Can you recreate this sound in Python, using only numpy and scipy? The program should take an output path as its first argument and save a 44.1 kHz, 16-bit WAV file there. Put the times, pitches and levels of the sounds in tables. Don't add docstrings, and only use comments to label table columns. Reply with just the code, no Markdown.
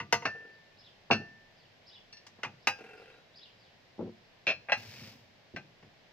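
import sys
import numpy as np
from scipy import signal
from scipy.fft import rfft, irfft, next_fast_len
from scipy.io import wavfile

SR = 44100
rng = np.random.default_rng(int(sys.argv[2]) if len(sys.argv) > 2 else 0)


def transcribe(u):
    v = np.clip(np.atleast_2d(u).T, -1, 1)
    q = np.round(v * 32767).astype(np.int16)
    wavfile.write(sys.argv[1], SR, q)


N = 269892
AGE = np.arange(SR) / SR
BOOM_HZ, BOOM_T60_S = 145, 0.42

# (frequency [Hz], likeness [0-1])
NEAR_LIKENESS = [(100, 1), (1000, 0.86), (3000, 0.88), (8000, 0), (14000, 0.2)]
# (frequency [Hz], likeness [0-1])
FAR_LIKENESS = [(30, 0.27), (100, 0.85), (500, 0.39), (1500, 0.15), (4000, 0.05), (12000, 0.086)]


def from_db(db):
    return 10 ** (np.asarray(db) / 20)


def rms_one(x):
    return x / np.sqrt(np.mean(x ** 2) + 1e-20)


def at_hz(points, hz):
    table_hz, value = np.transpose(points)
    return np.interp(np.log(np.maximum(hz, 1)), np.log(table_hz), value)


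def add(out, start_s, sound):
    start = max(0, round(start_s * SR))
    out[:, start:start + sound.shape[-1]] += sound[..., :N - start]


def dying(t60_s, rise_s=0.00027):
    return (1 - np.exp(-AGE / rise_s)) * np.exp(-np.log(1000) * AGE / t60_s)


def waver(count, size):
    return rms_one(signal.fftconvolve(rng.standard_normal(count), np.hanning(size), "same"))


def noise(colour_db, likeness, size):
    padded = next_fast_len(size)
    hz = np.fft.rfftfreq(padded, 1 / SR)
    mid, side = rfft(rng.standard_normal((2, padded)))
    alike = np.clip(at_hz(likeness, hz), 0, 1)
    both = np.sqrt(1 + alike) * mid + np.sqrt(1 - alike) * side * [[1], [-1]]
    return rms_one(irfft(both * from_db(colour_db(hz)), padded)[:, :size])


def causal(colour_db, x):
    size = x.shape[-1]
    floored_db = np.maximum(colour_db(np.fft.rfftfreq(size, 1 / SR)), -110)
    cepstrum = irfft(np.log(from_db(floored_db)), size)
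    cepstrum[1:size // 2] *= 2
    cepstrum[size // 2 + 1:] = 0
    return irfft(rfft(x) * np.exp(rfft(cepstrum)), size)


def burst(colour_db, envelope):
    sound = causal(colour_db, noise(np.zeros_like, NEAR_LIKENESS, SR) * envelope)
    return rms_one(sound) * np.sqrt(np.mean(envelope ** 2))


def ring(modes, colour_db, spread_db, skew_rad, scatter=1, damping=1.102):
    out = np.zeros((2, SR))
    for hz, db, t60_s in modes:
        age = AGE[AGE < 1.3 * t60_s]
        phase = scatter * rng.uniform(-np.pi, np.pi) + skew_rad * rng.standard_normal((2, 1))
        gain = from_db(db + colour_db(hz) + spread_db * rng.standard_normal((2, 1)))
        build_up = 1 - np.exp(-(age * hz) ** 2)
        decay = np.exp(-np.log(1000) * damping * age / t60_s)
        out[:, :len(age)] += gain * np.sin(2 * np.pi * hz * age + phase) * build_up * decay
    return out


def garden(level_db=-61.5):
    # (frequency [Hz], relative level [dB])
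    garden_colour = [(15, -51.5), (25, -4), (53, -22.5), (104, -4.5), (322, -13.5), (359, -11.5), (666, -9),
                     (1300, -19.5), (1750, -13), (3090, -16.5), (5140, -21), (8130, -40), (8810, -49.5),
                     (13500, -39.5), (15500, -77)]
    return from_db(level_db) * noise(lambda hz: at_hz(garden_colour, hz), FAR_LIKENESS, N)


def contact(plate, clack_db, ring_db, bass_db, treble_db, clack_t60_s=0.096, linger_db=-10,
            linger_t60_s=0.14, ring_treble_db=2, bass_hz=600, treble_hz=3800):
    plate_modes = { "stack": [(472, -8.6, 0.19), (694, -7.6, 0.167), (930, 0.0, 0.125), (1039, -6.4, 0.118),
                   (1186, -10.2, 0.24), (1478, -9.8, 0.161), (1879, -6.7, 0.117), (1974, -3.0, 0.144),
                   (2082, -1.2, 0.108), (2566, -12.3, 0.154), (2680, -5.6, 0.132), (2782, -4.5, 0.12),
                   (3575, -15.8, 0.112), (4212, -19.2, 0.24), (4331, -17.8, 0.15), (4735, -15.3, 0.149),
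                   (4932, -16.8, 0.147), (5157, -14.7, 0.106), (5626, -16.2, 0.099), (5857, -10.8, 0.104),
                   (6144, -14.3, 0.144), (6239, -15.2, 0.112), (6826, -16.8, 0.088), (7881, -24.8, 0.108),
                   (8537, -28.9, 0.07), (10153, -34.3, 0.062), (11193, -31.2, 0.072), (11370, -28.1, 0.085),
                   (12993, -34.4, 0.078), (13251, -32.6, 0.14)], "first": [(511, -11.7, 0.223),
                   (693, -5.9, 0.147), (799, -15.7, 0.24), (1323, -17.9, 0.164), (1406, -14.1, 0.14),
                   (1529, -18.3, 0.24), (1622, -9.3, 0.124), (2276, -5.5, 0.096), (2449, -10.6, 0.126),
                   (2581, -7.2, 0.131), (2661, -7.2, 0.24), (2750, 0.0, 0.122), (2895, -12.0, 0.117),
                   (3289, -22.2, 0.175), (3499, -17.9, 0.107), (3587, -20.9, 0.128), (3678, -18.5, 0.123),
                   (4114, -23.0, 0.152), (4284, -16.7, 0.218), (4414, -13.1, 0.125), (4574, -20.1, 0.217),
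                   (5102, -29.7, 0.24), (5533, -16.2, 0.152), (5807, -25.9, 0.169), (7978, -44.8, 0.14),
                   (8335, -45.4, 0.24)], "second": [(513, -15.2, 0.24), (588, -14.8, 0.148),
                   (810, -2.9, 0.17), (910, -5.4, 0.141), (1230, -7.0, 0.141), (1487, -11.1, 0.177),
                   (1619, -7.8, 0.201), (1727, -7.5, 0.152), (1898, -7.7, 0.143), (2064, 0.0, 0.093),
                   (2153, -3.5, 0.1), (2470, -2.1, 0.24), (2569, -4.8, 0.221), (2720, -2.5, 0.147),
                   (2803, -6.6, 0.173), (2896, -4.7, 0.111), (3432, -15.6, 0.114), (3838, -13.5, 0.128),
                   (3923, -13.4, 0.14), (4031, -18.4, 0.168), (4437, -10.1, 0.094), (4718, -16.8, 0.126),
                   (5035, -13.2, 0.24), (5472, -11.3, 0.107), (5962, -16.7, 0.111), (6231, -14.9, 0.105),
                   (6608, -18.9, 0.114), (7249, -23.5, 0.12), (8561, -28.2, 0.088), (9561, -30.8, 0.101)],
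                   "held": [(511, -18.3, 0.204), (647, -14.4, 0.126), (1568, -19.1, 0.189),
                   (1674, -18.0, 0.21), (1813, -17.4, 0.168), (1898, -17.4, 0.122), (2273, -15.0, 0.18),
                   (2464, 0.0, 0.148), (2619, -8.6, 0.165), (2700, -6.7, 0.124), (2774, -10.6, 0.128),
                   (3289, -13.6, 0.147), (3973, -22.8, 0.175), (4237, -23.5, 0.24), (4336, -21.7, 0.128),
                   (5036, -28.5, 0.24), (5218, -30.0, 0.216), (6033, -29.5, 0.163)],
                   "laid": [(564, -10.6, 0.118), (715, -8.3, 0.112), (838, -8.9, 0.168),
                   (1300, -15.4, 0.154), (1612, -1.6, 0.107), (1692, -13.5, 0.19), (1829, -6.8, 0.105),
                   (1981, 0.0, 0.098), (2471, -9.0, 0.23), (2585, -0.5, 0.084), (2689, -1.9, 0.1),
                   (2767, -6.6, 0.147), (3273, -16.4, 0.119), (4047, -19.0, 0.131), (4138, -16.6, 0.171),
                   (4382, -21.9, 0.105), (4945, -30.7, 0.24), (5482, -20.9, 0.135), (5698, -27.8, 0.168),
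                   (6036, -30.5, 0.179), (7294, -35.6, 0.145), (7823, -39.6, 0.166)]}
    clack_colour = { "stack": [(59, -49), (100, -22.5), (1020, -7), (1760, -10), (2040, -7), (2420, -15.5),
                    (2750, -9), (3770, -22.5), (5070, -19.5), (6950, -29.5), (9340, -48), (13400, -58),
                    (15500, -97)], "first": [(59, -49.5), (100, -15), (668, 0.5), (936, -5.5), (1620, 1.5),
                    (1880, -8), (2750, -3), (3180, -31), (4460, -20), (6390, -28.5), (7410, -61),
                    (8230, -49), (15500, -86)], "second": [(59, -53), (100, -17), (668, -15), (825, 1.5),
                    (1090, -9), (2270, -5), (2520, 1.5), (2930, -14), (3180, -16), (6000, -22),
                    (7890, -34.5), (14200, -41), (15500, -41)], "held": [(59, -52.5), (100, -30.5),
                    (362, -21), (654, -11.5), (917, -23), (1370, -18), (2130, -20.5), (2520, -5),
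                    (2930, -17), (4750, -29), (5630, -28.5), (8950, -71.5), (15500, -62.5)],
                    "laid": [(59, -52), (100, -22), (394, -24), (508, -12), (774, -6.5), (1020, -14),
                    (1620, -11.5), (2270, -8.5), (2630, -7.5), (3050, -22.5), (5630, -30), (8950, -61),
                    (15500, -67)]}
    envelope = np.hypot(dying(clack_t60_s, rise_s=0.00047), from_db(linger_db) * dying(linger_t60_s))

    def treble(hz):
        return 1 - 1 / (1 + (hz / treble_hz) ** 4)

    def touch_db(hz):
        return bass_db / (1 + (hz / bass_hz) ** 2) + treble_db * treble(hz)

    clack = burst(lambda hz: at_hz(clack_colour[plate], hz) + touch_db(hz), envelope)
    tone = ring(plate_modes[plate], lambda hz: touch_db(hz) + ring_treble_db * treble(hz),
                spread_db=1, skew_rad=.35)
    return from_db(clack_db) * clack + from_db(ring_db) * tone


def table_blow(centre_hz, t60_s, octave_db=6, modes_db=-4, knock_db=-2, lowest_hz=85):
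    # (frequency [Hz], relative level [dB], t60 before the damping factor [s])
    table_modes = [(102.1, 1.5, 0.33), (134.6, -4.5, .25), (191.6, -4.5, .2), (220.1, -3, 0.34),
                   (305, -10.5, 0.095), (358.3, -1.5, 0.12), (434, -2.5, 0.1), (479, -4, 0.11),
                   (684, -8.5, .12)]

    def cushion_db(hz):
        return -octave_db * np.log2(np.maximum(hz, 1) / centre_hz) ** 2

    def radiated_db(hz):
        return cushion_db(hz) - 10 * np.log10(1 + (lowest_hz / np.maximum(hz, 1)) ** 10)

    knock = burst(radiated_db, dying(t60_s, rise_s=0.00059))
    boom = ring(table_modes, cushion_db, spread_db=.6, skew_rad=.08, scatter=0)
    return from_db(knock_db) * knock + from_db(modes_db) * boom


def clinks():
    # (time [s], plate, clack [dB], ring [dB], bass [dB], treble [dB], table boom [dB])
    rim_contacts = [(0.001, "stack", -37, -34.5, -11.5, -12.5, -46.5),
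                    (0.125, "stack", -20.5, -22, 0.5, 1.5, -42),
                    (0.222, "stack", -47, -42.5, 9, -15, -69.5),
                    (0.253, "first", -23.5, -35.5, 0, 6.5, -50.5),
                    (1.110, "first", -29.5, -17.5, -4, -8, -35.5),
                    (1.114, "first", -25.5, -34.5, 11.5, 16.5, -45),
                    (1.128, "first", -28.5, -36, -3, 14, -50), (2.127, "first", -57, -61, -14, 33, -80),
                    (2.170, "first", -64, -63.5, -20, 30, -80), (2.266, "stack", -49, -69, -5, 17, -67),
                    (2.387, "stack", -51.5, -74, 23, -22, -67), (2.432, "stack", -29.5, -38, -8, -4.5, -62),
                    (2.448, "second", -35.5, -46, 12, -7, -49), (2.671, "second", -21.5, -27.5, 4, 4, -57),
                    (4.686, "laid", -34.5, -48, 3, -20, -68), (4.696, "laid", -35.5, -34.5, 5, -5.5, -68),
                    (4.72, "laid", -24, -22, 0.5, 3.5, -57), (5.562, "laid", -37, -42.5, 5, 5, -47.5),
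                    (5.826, "stack", -54, -75, 15, -1, -55.5)]
    # (time [s], frequency [Hz], level [dB], t60 [s])
    singing_rims = [(0.252, 1778, -35, 0.85), (1.111, 1779, -39, 0.83), (2.128, 1780, -58, 0.51),
                    (2.671, 1605, -39, 0.39), (3.12, 3900, -65.5, 0.7), (5.563, 1560, -38, 0.14)]
    out, boom = np.zeros((2, N)), table_blow(BOOM_HZ, BOOM_T60_S)
    for start_s, plate, clack_db, ring_db, bass_db, treble_db, table_db in rim_contacts:
        touch = contact(plate, clack_db, ring_db, bass_db, treble_db)
        add(out, start_s, touch + from_db(table_db) * boom)
    for start_s, hz, db, t60_s in singing_rims:
        add(out, start_s, from_db(db) * np.sin(2 * np.pi * hz * AGE) * dying(t60_s, rise_s=0.0024))
    return out


def slips(length_s, uneven_db=1.0, uneven_s=0.00083):
    gap_s, delay_s, settling = .04, 0.01296, .6
    fade_db = 13.5
    rebound_s, rebound_db = .02, -4
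    rows, age_s = [], 0
    while age_s < length_s:
        db = -fade_db * (age_s / length_s) ** 2
        rows += [(age_s, db), (age_s + rebound_s, db + rebound_db)]
        age_s += gap_s + delay_s
        delay_s *= settling
    return rows + rng.standard_normal((len(rows), 2)) * [uneven_s, uneven_db]


def scrape(slip_t60_s=0.062, sustain_db=-7.5, sustain_t60_s=.25, dull_hz=3500):
    # (start [s], length [s], level [dB], tilt [dB/octave])
    rim_judders = [(0.349, 0.2, -48, -1), (2.787, .43, -44.5, 2.5)]
    # (centre [Hz], half-width [Hz], relative level [dB])
    rub_resonances = [(451, 30, 3.5), (758, 22, -2), (1422, 15, -3.5), (1600, 23, -6), (1950, 74, -15),
                      (2440, 75, -10.5), (2687, 16, -2.5), (4050, 84, -33.5)]
    out = np.zeros((2, N))
    envelope = np.hypot(dying(slip_t60_s, rise_s=0.0009), from_db(sustain_db) * dying(sustain_t60_s))

    def resonance_db(hz):
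        return 10 * np.log10(sum(from_db(db) ** 2 / (1 + ((hz - centre_hz) / width_hz) ** 2) ** 0.97
                                 for centre_hz, width_hz, db in rub_resonances))

    for start_s, length_s, level_db, tilt_db in rim_judders:
        def colour_db(hz):
            octaves = np.log2(np.maximum(hz / rub_resonances[0][0], 1))
            return resonance_db(hz) + tilt_db * octaves - 10 * np.log10(1 + (hz / dull_hz) ** 2)

        power = 0
        for slip_s, slip_db in slips(length_s):
            power = power + (from_db(slip_db) * np.interp(AGE - slip_s, AGE, envelope)) ** 2
        add(out, start_s, from_db(level_db) * burst(colour_db, np.sqrt(power)))
    return out


def bird(low_hz=2750, waver_hz=200, flutter_db=3, release_s=0.012, arch_power=1.6):
    # (time [s], phrase, level [dB])
    bird_calls = [(0.501, "slur", -65), (0.752, "twitter", -55), (1.56, "slur", -58.5),
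                  (1.837, "twitter", -51.5), (2.585, "twitter", -63.5), (2.962, "slur", -58),
                  (3.329, "twitter", -51.5), (3.585, "slur", -58), (4.21, "slur", -66.5)]
    phrase_notes = {"twitter": [(0, .044, .032, 5097, -0.5), (.069, .035, 0.035, 3845, 3)],
                    "slur": [(0, .006, .105, 4900, -6.5)]}
    out = np.zeros((2, N))
    for start_s, phrase, db in bird_calls:
        for offset_s, rise_s, fall_s, top_hz, note_db in phrase_notes[phrase]:
            age = AGE[AGE < rise_s + fall_s]
            climb = np.interp(age, [0, rise_s, rise_s + fall_s], [0, 1, 0])
            height = np.sin(np.pi / 2 * climb) ** arch_power
            pitch_hz = low_hz + (top_hz - low_hz) * height + waver_hz * waver(SR, size=90)[:len(age)]
            envelope = np.minimum(age / rise_s, 1) * np.minimum(age[::-1] / release_s, 1)
            flutter = flutter_db * waver(SR, size=300)[:len(age)]
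            strength = envelope * from_db(db + note_db + flutter)
            add(out, start_s + offset_s, strength * np.sin(2 * np.pi * np.cumsum(pitch_hz) / SR))
    return out


def thuds(rock_gap_s=.0166, rock_loss_db=2, uneven_octaves=0.21):
    # (time [s], level [dB], centre [Hz], t60 [s], time spent rocking [s])
    table_blows = [(1.102, -19, 490, 0.1, 0), (1.110, -31, 226, 0.27, 0), (1.199, -44.5, 280, 0.055, .025),
                   (2.806, -46, 332, .098, 0), (3.981, -42, 260, .07, 0), (3.990, -30, 277, 0.073, .108),
                   (5.015, -49.5, 150, .3, 0), (5.143, -51, 169, 0.14, 0), (5.537, -38, 150, .073, 0)]
    out = np.zeros((2, N))
    for start_s, db, centre_hz, t60_s, rocking_s in table_blows:
        for k in range(1 + int(rocking_s / rock_gap_s)):
            spot_hz = centre_hz * 2 ** (uneven_octaves * rng.standard_normal() * (k > 0))
            blow = from_db(db - k * rock_loss_db) * table_blow(spot_hz, t60_s)
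            add(out, start_s + k * rock_gap_s, blow)
    return out


def chatter(start_s=4.468, gap_s=.0079, loss_db=0.9, count=6, table_db=-48):
    out = np.zeros((2, N))
    add(out, start_s, from_db(table_db) * table_blow(BOOM_HZ, BOOM_T60_S))
    for k in range(count):
        touch = contact("held", clack_db=-27.5, ring_db=-25, bass_db=2, treble_db=2.5)
        add(out, start_s + k * gap_s, from_db(-k * loss_db) * touch)
    return out


def slide(hiss_db=-52, rumble_db=-56, grain=0.18, rumble_follows=0.59):
    # (frequency [Hz], relative level [dB])
    hiss_colour = [(180, -34), (300, -12), (571, -1.5), (744, -11), (937, -5.5), (1330, -9), (2360, 1.5),
                   (3400, -4.5), (5130, -0.5), (9290, -26), (13600, -15.5), (15500, -20)]
    # (frequency [Hz], relative level [dB])
    rumble_colour = [(35, -50), (60, -13), (108, 6), (183, -9), (223, 3.5), (286, -14), (500, -17),
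                     (650, -51), (1100, -120)]
    start_s, attack_s, hold_s, fade_db_per_s = 4.76, .02, .32, 124
    age = np.arange(N) / SR - start_s
    speed = np.clip(age / attack_s, 0, 1) * from_db(-fade_db_per_s * np.maximum(age - hold_s, 0))
    hiss = noise(lambda hz: at_hz(hiss_colour, hz), NEAR_LIKENESS, N)
    hiss = hiss * (1 + grain * waver(N, size=200))
    rumble = noise(lambda hz: at_hz(rumble_colour, hz), NEAR_LIKENESS, N)
    return from_db(hiss_db) * speed * hiss + from_db(rumble_db) * speed ** rumble_follows * rumble


def from_left(x, lead_s=6.8e-5, pan_db=0.2, shade_db=3, shade_hz=5000):
    hz = np.fft.rfftfreq(N, 1 / SR)
    lean_db = pan_db + shade_db / 2 * hz ** 2 / (hz ** 2 + shade_hz ** 2)
    lag = np.exp(-2j * np.pi * hz * lead_s)
    return irfft(rfft(x) * np.array([from_db(lean_db), from_db(-lean_db) * lag]), N)


def veranda(x, build_s=0.0047):
    # (frequency [Hz], t60 [s])
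    veranda_decay = [(120, 0.64), (600, 0.51), (2500, 0.4), (6000, 0.47), (14000, 0.38)]
    wash, tail = noise(np.zeros_like, FAR_LIKENESS, SR), 0
    edges_hz = np.geomspace(60, 16000, 9)
    for low_hz, high_hz in zip(edges_hz, edges_hz[1:]):
        band_filter = signal.butter(2, [low_hz, high_hz], "band", fs=SR, output="sos")
        t60_s = at_hz(veranda_decay, np.sqrt(low_hz * high_hz))
        tail = tail + signal.sosfilt(band_filter, wash) * dying(t60_s, build_s)
    return signal.fftconvolve(x, rms_one(tail) / np.sqrt(SR), axes=1)[:, :N]


def scene(room_db=-20, bird_dry_db=-5, bird_wet_db=-2):
    leaves = garden()
    table = from_left(clinks() + scrape() + thuds() + chatter() + slide())
    song = bird()
    near = table + from_db(room_db) * veranda(table)
    far = from_db(bird_dry_db) * song + from_db(bird_wet_db) * veranda(song)
    return near + far + leaves


def record(dry, cutoff_hz=15600):
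    return signal.sosfilt(signal.ellip(10, .2, 70, cutoff_hz, fs=SR, output="sos"), dry)


dry = scene()
out = record(dry)
transcribe(out)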